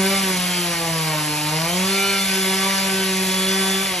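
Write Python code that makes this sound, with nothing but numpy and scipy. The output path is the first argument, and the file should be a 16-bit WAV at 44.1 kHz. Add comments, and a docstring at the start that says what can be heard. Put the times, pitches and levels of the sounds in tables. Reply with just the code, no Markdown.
"""A two-stroke chainsaw carves a log at full throttle in an open tent, about two metres away.
It starts high and bright: exhaust pulses drone and bark, the casing rasps, the chain hisses, a thin whine
rides the crankshaft, and bark and rasp echo off the tent. The chain bites; the engine sputters and sags,
lowest near 1.3 s. By 2 s it has recovered with a metallic scream, and it holds near top speed
until the throttle eases at the very end."""
import sys
import numpy as np
from scipy import signal
from scipy.fft import rfft, irfft, next_fast_len
from scipy.io import wavfile
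from scipy.ndimage import uniform_filter1d, map_coordinates

SR = 44100
rng = np.random.default_rng(int(sys.argv[2]) if len(sys.argv) > 2 else 0)


def unload_audio(sound):
    """Save the sound as a 16-bit wav file, at the path given as the first command line argument."""
    columns = np.transpose(np.atleast_2d(sound))
    # keep every value between -1 and 1, then stretch to whole-number steps
    steps = np.round(np.clip(columns, -1, 1) * 32767)
    wavfile.write(sys.argv[1], SR, steps.astype(np.int16))


N = 176400
T = np.arange(N) / SR

# engine speed (time [s], firing rate [Hz])
FIRING_RATE = [(0, 190.5), (.12, 195.3), (.2, 194.3), (.37, 181), (.56, 178.5), (.77, 168), (1.02, 160),
               (1.18, 152), (1.32, 149.7), (1.49, 152), (1.62, 162.5), (1.8, 186), (1.92, 194.5),
               (2.06, 196.7), (2.3, 192), (2.48, 189.8), (2.71, 194.3), (3.02, 190.3), (3.32, 188.1),
               (3.55, 191.4), (3.77, 192), (3.86, 195), (4, 173)]

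# fader rides, ahead of the trims (time [s], level [dB])
DRONE_RIDE = [(0.0, -22.5), (0.13, -27.5), (0.61, -30.5), (0.8, -35), (0.95, -28.5), (1.12, -29),
              (1.36, -34.5), (1.57, -27.5), (1.65, -28.5), (1.68, -36), (1.75, -26.5), (1.85, -26),
              (2.08, -34), (2.25, -29.5), (3.75, -27.5), (4.0, -40)]  # the exhaust's firing tone
OCTAVE_RIDE = [(0, -26.5), (.05, -24.5), (.22, -40), (.28, -25), (.41, -46), (.61, -32.5), (1.1, -40),
               (1.18, -32), (1.48, -33.5), (1.57, -37.5), (1.87, -30.5), (2.13, -30), (2.25, -43),
               (2.36, -29), (2.62, -31.5), (2.79, -43), (2.93, -28), (3.33, -33), (3.55, -28),
               (3.81, -30.5), (3.87, -40), (4, -36)]  # its octave
BARK_RIDE = [(0, -29), (.1, -26), (.25, -32.5), (.52, -38.5), (.72, -32.5), (.9, -30.5), (1.2, -31),
             (1.35, -32.5), (1.45, -31.5), (1.7, -31.5), (2.15, -34), (2.38, -37), (2.57, -32),
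             (2.66, -26.5), (2.85, -29), (3.2, -38), (3.5, -33.5), (3.62, -26.5), (3.95, -34)]
RASP_RIDE = [(0, -28.5), (.14, -28), (.3, -30.5), (.6, -30), (.85, -33), (1.8, -31.5), (1.96, -28),
             (2.8, -28), (3.05, -30), (3.92, -30)]  # strongest when the engine runs free
WHINE_RIDE = [(0, -34.5), (.35, -35), (.55, -31), (.75, -46), (1.55, -36), (1.75, -33), (2.1, -33),
              (2.72, -29.5), (3.1, -36.5), (3.35, -30.5), (3.72, -27), (4, -38)]
GRIT_RIDE = [(0, -33), (.17, -37), (.4, -50), (1.83, -41.5), (1.97, -34.5), (2.45, -32.5), (2.85, -35),
             (3.02, -41)]  # surges at high speed
# the chain's two fader rides (time [s], cut level [dB], hiss level [dB])
CHAIN_RIDE = [(0, -31.5, -29), (.55, -32, -30.5), (.85, -33, -32), (1.65, -34, -32), (1.85, -31, -30),
              (2.45, -32.5, -29.5), (3.1, -32, -30.5), (3.72, -31, -29.5), (4, -33.5, -33.5)]

# exhaust overtones that flare (time [s], shaft order, boost [dB], half length [s])
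BARK_FLARES = [(.08, 3, 6.5, 0.096), (1.145, 6, 9.5, 0.02), (1.46, 6, 3.5, 0.045), (1.63, 4, 5, 0.031),
               (1.715, 4, 0.5, 0.027), (2.77, 4, 1, 0.092)]
# tones ringing in bar and casing (shaft order, level [dB], half length [s])
RING_TONES = [(7, -29, 0.15), (12, -27.5, 0.12), (15, -32.5, 0.091), (22, -32.5, 0.18)]

# tone colours (frequency [Hz], relative level [dB])
BARK_EQ = [(350, 11), (460, -2), (580, -1.5), (660, 4.5), (780, -2), (930, 2.5), (1040, -1.5), (1170, -1),
           (1330, -17.5), (1800, -14), (3000, -29)]  # muffler
RASP_EQ = [(1000, -16.5), (1400, -9), (1520, -4.5), (1700, -9), (1900, -0.5), (2010, -6.5), (2130, 0.5),
           (2320, -0.5), (2650, -6), (3020, -2), (3250, -15.5), (3480, -10.5), (3750, -7), (5200, -4.5),
           (8000, -26)]  # rattling metal
CUT_EQ = [(200, -19), (320, -13), (480, -6), (680, -2.5), (1100, -7), (1600, -3.5), (2250, -2), (3100, 0),
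          (3900, -8.5), (4700, -9), (6000, -21.5), (9000, -41)]  # teeth tearing wood
HISS_EQ = [(1500, -33), (3500, -2), (7000, -1.5), (8500, 0.5), (10900, 3), (11900, -4), (12700, -13),
           (14400, -34)]  # links on the bar
BITE_EQ = [(1800, -40), (3400, -15), (5500, -3), (9000, -40)]  # teeth deep in the wood
GRIT_EQ = [(1650, -48), (2080, 2.5), (2380, -0.5), (3000, -50)]  # a gritty band near 2.2 kHz, probably muffler or casing resonating
RUMBLE_EQ = [(28, -24), (60, -1.5), (110, 3), (170, 5), (250, -17.5)]  # outdoor air

# the tent's reverb (frequency [Hz], time to fall 60 dB [s])
TENT_DECAY = [(200, 0.49), (2000, 0.67), (10000, 0.12)]
# how alike the noise is left and right (frequency [Hz], likeness [0 to 1])
STEREO_LIKENESS = [(100, 1), (600, 0.78), (1400, 0.62), (2500, 1), (4100, 0.55), (5900, 1), (6700, 0.61),
                   (9200, 1), (10200, 0.85), (11500, 0.79), (12600, 1)]
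# how far the left microphone port leads the right (frequency [Hz], phase [rad])
LEFT_LEAD = [(100, 0), (1600, 0), (2700, .65), (4000, .75), (4550, 1.6), (4880, 3.14), (5200, 5),
             (5700, 6.2), (6200, 6.35), (7200, 7.8), (9200, 9.42), (10800, 10.9), (12300, 12.55)]

FREE_HZ, BOGGED_HZ = 195, 150  # firing rates at no load and full load
HUNTING = 0.001563  # share by which the speed wanders
JITTER_S, LOAD_JITTER_TURNS = 1.8e-5, 0.0083  # firing scatter; the bark's extra at full load
ROUGH_FREE_DB, ROUGH_LOAD_DB = 1, -0.4  # scatter of pulse size; its change at full load
SPUTTER_AT_S, SPUTTER_WIDTH_S, SPUTTER_DB = 0.3, 0.16, 1.9
SPREAD_S = 0.001592  # scales how far the muffler spreads each pulse
RING_AT_S, WHINE_ORDER, TOP_HZ = 2.063, 18, 14400
DRONE_TRIM_DB, OCTAVE_TRIM_DB, BARK_TRIM_DB, RASP_TRIM_DB = 1.5, 0.4, 0.5, 2
CUT_TRIM_DB, HISS_TRIM_DB, WHINE_TRIM_DB = 2, 5, -2
BITE_DB, RUMBLE_DB = -46, -43
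TENT_DB, TENT_SIDE_DB, DRONE_SIDE_DB = -6.5, -8, -23  # echo send; stereo width of echo and drone


def crankshaft():
    """Firing rate and turns made, with slight hunting and scatter from firing to firing."""
    speed = uniform_filter1d(curve(FIRING_RATE), size=2200, mode="nearest")
    speed *= 1 + HUNTING * wobble(22.05)
    return speed, np.cumsum(speed) / SR + JITTER_S * speed * wobble(180)


def drone(turns):
    """The exhaust's two lowest orders, nearly pure and central, sputtering as the chain first bites."""
    firing = amp(curve(DRONE_RIDE) + DRONE_TRIM_DB + 0.61 * wobble(30.4)) * np.cos(2 * np.pi * turns)
    octave = amp(curve(OCTAVE_RIDE) + OCTAVE_TRIM_DB + 1.84 * wobble(40)) * np.sin(4 * np.pi * turns)
    sputter = amp(SPUTTER_DB * swell(SPUTTER_AT_S, SPUTTER_WIDTH_S) * wobble(260))
    tone = np.sqrt(2) * (firing + octave) * sputter
    side = amp(DRONE_SIDE_DB) * tone.std() * unit(echo(tone))
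    return np.array([tone + side, tone - side])


def bark(speed, turns):
    """Exhaust pulses through the muffler; load loosens their timing, and single overtones flare."""
    load = loading(speed)
    turns = turns + LOAD_JITTER_TURNS * load * wobble(90)
    train = pulses(turns, speed, BARK_EQ, drift_db=1.7 + 1.6 * load, drift_hz=22,
                   smear_rad=0.82, top_order=14, flares=BARK_FLARES)
    uneven = amp((ROUGH_FREE_DB + ROUGH_LOAD_DB * load) * wobble(150))
    return amp(curve(BARK_RIDE) + BARK_TRIM_DB) * unit(tent(train * uneven))


def rasp(speed, turns):
    """The bright rattle of muffler and casing, struck at every firing."""
    train = pulses(turns, speed, RASP_EQ, drift_db=2.7, drift_hz=21, smear_rad=1.0, top_order=37)
    uneven = amp(2.1 * wobble(170))
    return amp(curve(RASP_RIDE) + RASP_TRIM_DB) * unit(tent(train * uneven))


def pulses(turns, speed, eq, drift_db, drift_hz, smear_rad, top_order, flares=()):
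    """One spread pulse a turn, harmonics 3 and up; each drifts as the saw moves among reflections."""
    train = np.zeros(N)
    for k in range(3, top_order + 1):
        lag = 2 * np.pi * k * speed * SPREAD_S * np.exp(-k / 10)
        phase = 2 * np.pi * k * turns - lag + smear_rad * wobble(drift_hz / 2)
        flare_db = sum(db * swell(at_s, width) for at_s, order, db, width in flares if round(order) == k)
        train += amp(along(eq, k * speed) + flare_db + drift_db * wobble(drift_hz)) * np.cos(phase)
    return unit(train)


def loading(speed):
    """How hard the cut holds the engine back, 0 to 1."""
    return np.clip((FREE_HZ - speed) / (FREE_HZ - BOGGED_HZ), 0, 1)


def chain(speed, turns):
    """Teeth tear wood and links hiss along the bar, surging at each firing, biting harder under load."""
    surge = np.cos(2 * np.pi * turns)
    cut_db = curve(CHAIN_RIDE) + CUT_TRIM_DB + 0.31 * surge + 0.5 * wobble(70)
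    hiss_db = curve(CHAIN_RIDE, column=2) + HISS_TRIM_DB + 0.21 * surge + 0.54 * wobble(70)
    bite = amp(BITE_DB + surge) * loading(speed) * rush(BITE_EQ, patchy_db=-1)
    grit = amp(curve(GRIT_RIDE) + surge + wobble(77)) * rush(GRIT_EQ, patchy_db=-1)
    cut = amp(cut_db) * rush(CUT_EQ, patchy_db=1)
    hiss = amp(hiss_db) * rush(HISS_EQ, patchy_db=1)
    return bite + grit + cut + hiss


def ring(turns):
    """A few shaft orders set bar and casing ringing: one metallic scream, cued to the engine's peak."""
    scream = np.zeros(N)
    for order, db, width_s in RING_TONES:
        envelope = amp(db + 2.4 * wobble(24.7)) * swell(RING_AT_S, width_s)
        scream += envelope * np.sin(2 * np.pi * (round(order) * turns + rng.random()))
    return np.sqrt(2) * scream


def whine(turns):
    """A thin tone on a high shaft order, probably the blades of the cooling fan."""
    tone = np.sqrt(2) * np.sin(2 * np.pi * WHINE_ORDER * turns)
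    return amp(curve(WHINE_RIDE) + WHINE_TRIM_DB + 1.6 * wobble(25.1)) * tone


def tent(x):
    """A sound plus its echo off the tent walls, a little different left and right."""
    side = amp(TENT_SIDE_DB) * echo(x)
    return x + amp(TENT_DB) * (echo(x) + np.array([side, -side]))


def echo(x):
    """One diffuse reverb tail of the tent; the treble dies first."""
    hz, t, spectrum = signal.stft(rng.standard_normal(SR // 3), SR, nperseg=256)
    decay = amp(-60 * t / along(TENT_DECAY, hz)[:, None])
    tail = signal.istft(spectrum * decay, SR, nperseg=256)[1]
    return signal.fftconvolve(x, tail / np.linalg.norm(tail))[:N]


def air():
    """A bed of low outdoor rumble, in faint lumps that differ left and right."""
    lumps_db = 0.96 * wobble(9.4) + 0.55 * np.array([wobble(12), wobble(9.9)])
    return amp(RUMBLE_DB + lumps_db) * rush(RUMBLE_EQ, patchy_db=2.5)


def rush(eq, patchy_db):
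    """Coloured stereo noise of rms 1 with patches of random gain, partly alike left and right."""
    def mid_side_gains(hz):
        width = np.arccos(np.clip(along(STEREO_LIKENESS, hz), -1, .995)) / 2
        return amp(along(eq, hz)) * [np.cos(width), np.sin(width)]

    spectrum = signal.stft(rng.standard_normal((2, N)), nperseg=512)[2]
    patches = uniform_filter1d(rng.standard_normal(spectrum.shape[1:]), size=7, axis=0)  # across pitch
    patches = uniform_filter1d(patches, size=9, axis=1)  # across time
    noise = signal.istft(spectrum * amp(patchy_db * unit(patches)), nperseg=512)[1][:, :N]
    mid, side = filtered(noise, mid_side_gains)
    return unit(np.array([mid + side, mid - side]))


def filtered(x, response):
    """x through a filter, given as complex gain against frequency."""
    size = next_fast_len(N + SR // 4)
    return irfft(rfft(x, size) * response(np.fft.rfftfreq(size, 1 / SR)), size)[..., :N]


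def wobble(rate_hz):
    """A smooth random modulator, rate_hz knots a second."""
    coarse = T[::32]
    smooth = map_coordinates(rng.standard_normal(4096), [coarse * rate_hz], mode="wrap")
    return np.interp(T, coarse, smooth)


def swell(at_s, width_s):
    """A bell-shaped rise and fall."""
    return np.exp(-((T - at_s) / width_s) ** 2)


def curve(rows, column=1):
    """One column of a time table, per sample."""
    rows = np.asarray(rows)
    return np.interp(T, rows[:, 0], rows[:, column])


def along(points, hz):
    """A frequency table read on a log axis."""
    knots_hz, values = np.transpose(points)
    return np.interp(np.log(hz + 1), np.log(knots_hz + 1), values)


def amp(db):
    """Decibels to gain."""
    return 10 ** (np.asarray(db) / 20)


def unit(x):
    """Scaled to rms 1."""
    return x / np.sqrt(np.mean(x ** 2) + 1e-20)


def scene():
    """The saw, every layer locked to one crankshaft, over quiet outdoor air."""
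    speed, turns = crankshaft()
    engine = drone(turns) + bark(speed, turns) + rasp(speed, turns) + ring(turns) + whine(turns)
    return engine + chain(speed, turns) + air()


def record(dry):
    """The treble reaches the two microphone ports out of step; everything above TOP_HZ is cut."""
    half_each_way = np.array([[0.5], [-0.5]])
    return filtered(dry, lambda hz: np.exp(1j * along(LEFT_LEAD, hz) * half_each_way) * (hz < TOP_HZ))


dry = scene()
out = record(dry)
unload_audio(out)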